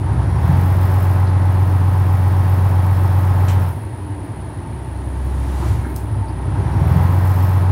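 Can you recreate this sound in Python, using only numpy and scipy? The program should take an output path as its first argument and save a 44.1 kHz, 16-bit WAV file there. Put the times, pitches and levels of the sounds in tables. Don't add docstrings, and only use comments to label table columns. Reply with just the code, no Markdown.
import sys
import numpy as np
from scipy import signal
from scipy.fft import rfft, irfft, next_fast_len
from scipy.io import wavfile
from scipy.ndimage import uniform_filter1d

SR = 44100
rng = np.random.default_rng(int(sys.argv[2]) if len(sys.argv) > 2 else 0)


def wrap_up_sound(samples):
    columns = np.atleast_2d(samples).T
    tamed = np.clip(columns, -1, 1)
    steps = np.round(tamed * 32767).astype(np.int16)
    wavfile.write(sys.argv[1], SR, steps)


N = 340011
TIME = np.arange(N) / SR
CYLINDERS, TOP_SPEED = 6, 46.28


def from_db(db):
    return 10 ** (np.asarray(db) / 20)


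def rms_one(x):
    return x / np.sqrt(np.mean(x ** 2) + 1e-20)


def noise():
    return rng.standard_normal(N)


def drift(rate_hz):
    knots = rng.standard_normal(4000)
    return rms_one(np.interp(TIME * rate_hz, np.arange(len(knots)), knots))


def swell(centre_s, half_width_s):
    return np.exp(-.5 * ((TIME - centre_s) / half_width_s) ** 2)


def through(x, response):
    size = next_fast_len(N + SR // 2)
    hz = np.fft.rfftfreq(size, 1 / SR) + 1e-3
    return irfft(rfft(x, size) * response(hz), size)[:N]


def colour(x, points):
    hz, db = np.transpose(points)
    skirts = lambda f: 1 / np.sqrt((1 + (.8 * hz[0] / f) ** 8) * (1 + (.8 * f / hz[-1]) ** 8))
    return rms_one(through(x, lambda f: skirts(f) * from_db(np.interp(np.log(f), np.log(hz), db))))


def resonate(x, hz, *widths_hz):
    for width in widths_hz:
        r = np.exp(-np.pi * width / SR)
        feedback = [1, -2 * r * np.cos(2 * np.pi * hz / SR), r * r]
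        x = signal.lfilter(np.array([1, 0, -1]) * (1 - r * r) / 2, feedback, x)
    return x


# frequency in Hz, relative level in dB.
FAN_EQ = [(400, -12), (600, -2.5), (1000, -16.5), (1200, -21), (1750, -12), (2200, -18), (4200, -26),
          (6200, -36), (7900, -34), (11200, -36), (14000, -41), (15500, -56)]

def ventilation(level_db=-45):
    return from_db(level_db) * colour(noise(), FAN_EQ)


# frequency in Hz, relative level in dB.
SIZZLE_EQ = [(7800, -20), (8800, 1), (9400, 5), (9800, 6.5), (10250, 3.5), (10600, -3), (11200, -30)]

def electronics(sweep_rate_hz=23.4, centre_hz=9750, swing_hz=450, tone_db=-56, band_db=-54):
    sweeps = TIME * sweep_rate_hz
    hz = centre_hz + swing_hz * (1 - 2 * (sweeps % 1)) + 150 * drift(500)
    carrier = from_db(tone_db) * np.sin(2 * np.pi * np.cumsum(hz) / SR)
    pulsing = 1 + .23 * (np.sin(2 * np.pi * sweeps) + np.sin(2 * np.pi * 3 * sweeps))
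    return pulsing * (carrier + from_db(band_db) * colour(noise(), SIZZLE_EQ))


# frequency in Hz, relative level in dB.
BODY_EQ = [(28, -11), (45, -0.5), (70, 11.5), (110, 0), (170, 2), (220, 3.5), (290, 6), (390, 2.5),
           (460, -10.5), (800, -6.5)]

def body_rumble(level_db):
    return from_db(level_db) * colour(noise(), BODY_EQ)


def panel(floor_db, hz=895, width_hz=116.2, relative_db=-11.5):
    return from_db(floor_db + relative_db) * rms_one(resonate(noise(), hz, width_hz, width_hz))


# centre and half width in seconds, level of the swell in dB.
DRONE_RISES = [(.28, 0.24, -23), (.78, 0.13, -30), (5.47, .36, -20.5), (6.8, 0.36, -24.5)]

def second_engine(revs, drone_hz=65.85, sag_hz=4.97, bed_db=-38):
    hz = drone_hz - sag_hz * swell(6.35, .189)
    swells = sum(from_db(db) * swell(s, width) for s, width, db in DRONE_RISES)
    gain = from_db(bed_db) * (1 - revs) + swells
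    return gain * np.sqrt(2) * np.sin(2 * np.pi * np.cumsum(hz) / SR)


# start and length in seconds, first and last pitch in Hz, level in dB.
GEAR_SQUEAKS = [(0.23, 0.2, 5570, 5580, -61), (3.97, 0.34, 308, 285, -35.5), (5.74, 0.23, 2140, 2156, -50),
                (6.175, 0.17, 898, 884, -37), (6.598, 0.4, 5480, 5620, -61)]

def squeaks(waver=.018):
    out = np.zeros(N)
    for start, length, first_hz, last_hz, db in GEAR_SQUEAKS:
        along = np.clip((TIME - start) / length, 0, 1)
        hz = (first_hz + (last_hz - first_hz) * along) * (1 + waver * drift(400))
        tone = np.sqrt(2) * np.sin(2 * np.pi * np.cumsum(hz) / SR)
        out += from_db(db) * np.sin(np.pi * along) * tone
    return out


# start in seconds, level in dB, centre in Hz,
# half width in octaves, attack in seconds, time to fall 60 dB in seconds.
CLICK_CUES = [(1.265, -44, 4000, 0.34, 0.0071, 0.11), (3.477, -36, 2375, 0.52, .008, 0.38),
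              (3.48, -36.5, 6500, .6, .005, 0.19), (4.236, -59, 13000, .3, .01, .16),
              (5.242, -52, 12900, .3, 0.0056, .08), (5.58, -32.5, 334, 0.24, 0.048, 0.79),
              (5.6, -31, 1010, 0.28, 0.034, 0.2), (5.83, -38, 1550, 0.22, 0.018, 0.27),
              (5.858, -24.5, 283, 0.3, .006, 0.3), (5.87, -51, 13000, .3, .02, .4),
              (5.954, -39, 12950, 1.2, 0.0077, 0.25), (5.962, -26.5, 12500, 1.5, .0006, 0.016),
              (6.278, -50, 4750, .1, .006, .12), (6.279, -62, 13050, .03, .006, .06)]

def clicks():
    out = np.zeros(N)
    for start, db, hz, octaves, attack, t60 in CLICK_CUES:
        age = np.maximum(TIME - start, 0)
        burst = rms_one(through(noise(), lambda f: np.exp(-.5 * (np.log2(f / hz) / octaves) ** 2)))
        decay_db = 60 * np.clip((age - attack) / t60, 0, 2)
        out += burst * np.minimum(age / attack, 1) * from_db(db - decay_db)
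    return out


# frequency in Hz, relative level in dB.
AIR_EQ = [(1500, 20.5), (3000, 12.5), (5000, 8.5), (8000, 7.5), (11000, 4), (13000, 6), (15500, -1)]

def brake_air(peak_s=5.69, peak_db=-40.5, rise_db_per_s=28.5, fall_db_per_s=78):
    age = TIME - peak_s
    db = peak_db + np.minimum(rise_db_per_s * age, -fall_db_per_s * age)
    return from_db(db) * colour(noise(), AIR_EQ)


# frequency and nominal width in Hz, relative level in dB.
FITTING_MODES = [(5360, 190, 2), (6950, 14000, -5), (11620, 1700, -6.5), (12440, 250, 7.5),
                 (13250, 3000, 1.5), (13900, 1200, -12), (14200, 280, 1), (15400, 600, 0)]

def fitting_buzz(cycle, speed, settling_db, idle_db=-73, loose_db=-49):
    db = settling_db + np.interp(speed, [30.4, 43.3], [idle_db, loose_db])
    since_firing = (CYLINDERS * cycle) % 1
    chatter = noise() * np.exp(-1.2 * since_firing) * from_db(1.5 * drift(46))
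    ringing = sum(from_db(mode_db) * resonate(chatter, hz, 1.3 * width, 1.3 * width)
                  for hz, width, mode_db in FITTING_MODES)
    return from_db(db) * rms_one(ringing)


RUN_UPS = [(-.26, 3.61, .65, .085), (6.25, 9, .555, .1)]

def throttle(fuel_rise_s=.37, fuel_cut_s=.16, coast_s=.19):
    fuel, revs = np.zeros(N), np.zeros(N)
    for opened, shut, delay, climb_s in RUN_UPS:
        since_shut = np.maximum(TIME - shut, 0)
        fed = np.clip((TIME - opened) / fuel_rise_s, 0, 1)
        fuel += fed * np.clip(1 - since_shut / fuel_cut_s, 0, 1)
        climb = .5 + .5 * np.tanh((TIME - opened - delay) / (2 * climb_s))
        revs += climb * np.exp(-(since_shut / coast_s) ** 2)
    return fuel, revs


# time in seconds, speed in firings per second.
IDLE_HUNT = [(3.9, 32.5), (4.6, 30), (5.1, 33.2), (5.55, 33.4), (5.7, 36), (6, 36), (6.3, 31.2),
             (6.6, 32.5)]

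def engine_speed(revs):
    idle = np.interp(TIME, *np.transpose(IDLE_HUNT))
    return idle + (TOP_SPEED - idle) * revs


# seconds after the steepest climb, half width in seconds,
# buzz change in dB, clatter change in dB.
RATTLE_RIDES = [(.58, .15, 5, 1), (.94, 0.082, -10, -.5), (1.35, 0.45, -3, -0.66)]

def settling():
    return sum(np.outer([buzz_db, clatter_db], swell(opened + delay + after, width))
               for opened, _, delay, _ in RUN_UPS for after, width, buzz_db, clatter_db in RATTLE_RIDES)


# centre and half width
# in seconds, then the change of boom, growl and knock in dB.
LOAD_SURGES = [(4.02, .1, 4.5, -14, -1.5), (5.6, 0.22, -2, 5, 6), (5.71, 0.074, 14, 1, 0),
               (6.162, 0.075, 10.5, -4, 3)]

def effort(fuel, revs, speed):
    flare = fuel * np.interp(speed, [36.8, 44.34, TOP_SPEED], [0, 1, 0])
    boom = -29 + 10.5 * fuel + 5.5 * revs - .5 * flare
    growl = -36 + 10.5 * fuel - 2 * revs + 12.5 * flare
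    knocking = -40 + 9.5 * fuel + 2.5 * revs + 2.5 * flare
    body = -33.5 + 5 * fuel - 2 * revs + 1.5 * flare
    for s, width, boom_db, growl_db, knock_db in LOAD_SURGES:
        surge = swell(s, width)
        boom += boom_db * surge
        growl += growl_db * surge
        knocking += knock_db * surge
        body += .5 * knock_db * surge
    return boom, growl, knocking, body


def cylinder_blows(cycle, build_up_s=.012, ring_t60_s=.13, vary_db=.5):
    fired = np.flatnonzero(np.diff(np.floor(cycle * CYLINDERS))) + 1
    age = np.arange(SR // 6) / SR
    envelope = (1 - np.exp(-age / build_up_s)) * from_db(-60 * age / ring_t60_s)
    paths = rng.standard_normal((CYLINDERS, len(age))) * envelope
    blows = np.zeros(N)
    for cylinder, path in enumerate(paths):
        at = fired[cylinder::CYLINDERS]
        strikes = np.zeros(N)
        strikes[at] = from_db(vary_db * rng.standard_normal(100)[:len(at)])
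        blows += signal.fftconvolve(strikes, path)[:N]
    return rms_one(blows)


# frequency in Hz, relative level in dB.
FLOOR_EQ = [(200, -10.5), (280, -7), (400, -17.5), (450, -7), (600, -8), (740, -6), (860, -2), (1030, -4),
            (1180, -10.5), (1900, -17), (2600, -25), (5200, -34), (8000, -42.5)]
# frequency in Hz, relative level in dB.
BLOCK_MODES = [(402, -14), (671, -21.5), (763, -17), (817, -10.5), (856, -16.5), (895, -26), (958, -22),
               (1018, -22.5), (1064, -20.5), (1272, -22), (1504, -27)]

def knock(fuel, cycle, settling_db, width_hz=11, hiss_db=-7):
    blows = cylinder_blows(cycle)
    block = sum(from_db(db) * rms_one(resonate(blows, hz, width_hz, 2 * width_hz))
                for hz, db in BLOCK_MODES)
    lowpass = lambda f: 1 / np.sqrt(1 + (f / 2600) ** 4)
    hiss = through(noise(), lambda f: np.sqrt(1 - lowpass(f) ** 2 + from_db(hiss_db) ** 2))
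    clatter = colour(through(blows, lowpass) + hiss, FLOOR_EQ)
    return from_db(settling_db - 3) * clatter + from_db(7 * fuel - 9) * block


# multiple of the four-stroke cycle rate, relative level in dB.
EXHAUST_ORDERS = [(9, -25), (11, -39), (12, 0), (13, -16.5), (14, -15), (15, -15), (17, -16), (18, -18),
                  (19, -19), (20, -19), (21, -26), (22, -32.5), (23, -18.5), (24, -23), (27, -30.5),
                  (30, -28), (32, -26.5)]

def exhaust(speed, cycle, boom_db, growl_db, bands_hz=((86, 119), (124, 192)), strain_db=7):
    acceleration = uniform_filter1d(np.gradient(speed) * SR, SR // 4)
    strain = np.clip(acceleration / 10, 0, 1)
    rough_radians = np.interp(speed, [34, 45], [.86, .11])
    crank = cycle + .00068 * np.sin(2 * np.pi * cycle)
    waves, powers = np.zeros((2, N)), np.full((2, N), 1e-9)
    for order, db in EXHAUST_ORDERS:
        paired = order % 3 == 0
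        offset = rng.normal(0, .6 if paired else 2)
        gain = from_db(db + strain_db * strain * paired)
        tone = np.sin(2 * np.pi * order * crank + offset + rough_radians * drift(14))
        hz = order * speed[::100] / CYLINDERS
        for band, (low, high) in enumerate(bands_hz):
            passed = 1 / np.sqrt((1 + (low / hz) ** 40) * (1 + (hz / high) ** 40))
            weight = gain * np.interp(TIME, TIME[::100], passed)
            waves[band] += weight * tone
            powers[band] += weight ** 2 / 2
    boom, growl = waves / np.sqrt(powers)
    firing = np.interp(speed, [36, 45], [0, 1]) * np.sqrt(2) * np.sin(2 * np.pi * CYLINDERS * crank)
    return from_db(boom_db) * (boom + from_db(-23) * firing) + from_db(growl_db) * growl


def cab(x, echo_db=-10.5, count=14):
    treble = through(x, lambda f: 1 / np.sqrt(1 + (1500 / f) ** 4))
    lags = (rng.uniform(.002, .022, count) * SR).astype(int)
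    echoes = sum((-1) ** k * np.pad(treble, (lag, 0))[:N] for k, lag in enumerate(lags))
    return x + from_db(echo_db) * echoes / np.sqrt(count)


def scene():
    fuel, revs = throttle()
    speed = engine_speed(revs)
    cycle = np.cumsum(speed) / (CYLINDERS * SR)
    boom_db, growl_db, knock_db, body_db = effort(fuel, revs, speed)
    buzz_ride_db, clatter_ride_db = settling()
    engine = exhaust(speed, cycle, boom_db, growl_db)
    engine += from_db(knock_db) * knock(fuel, cycle, clatter_ride_db)
    bed = body_rumble(body_db) + ventilation() + panel(body_db) + second_engine(revs)
    fizz = fitting_buzz(cycle, speed, buzz_ride_db) + electronics()
    spot_effects = brake_air() + clicks() + squeaks()
    return cab(bed + spot_effects + fizz + engine)[None]


def record(dry, cutoff_hz=15750):
    return signal.sosfilt(signal.ellip(12, .1, 90, cutoff_hz, fs=SR, output="sos"), dry)


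dry = scene()
out = record(dry)
wrap_up_sound(out)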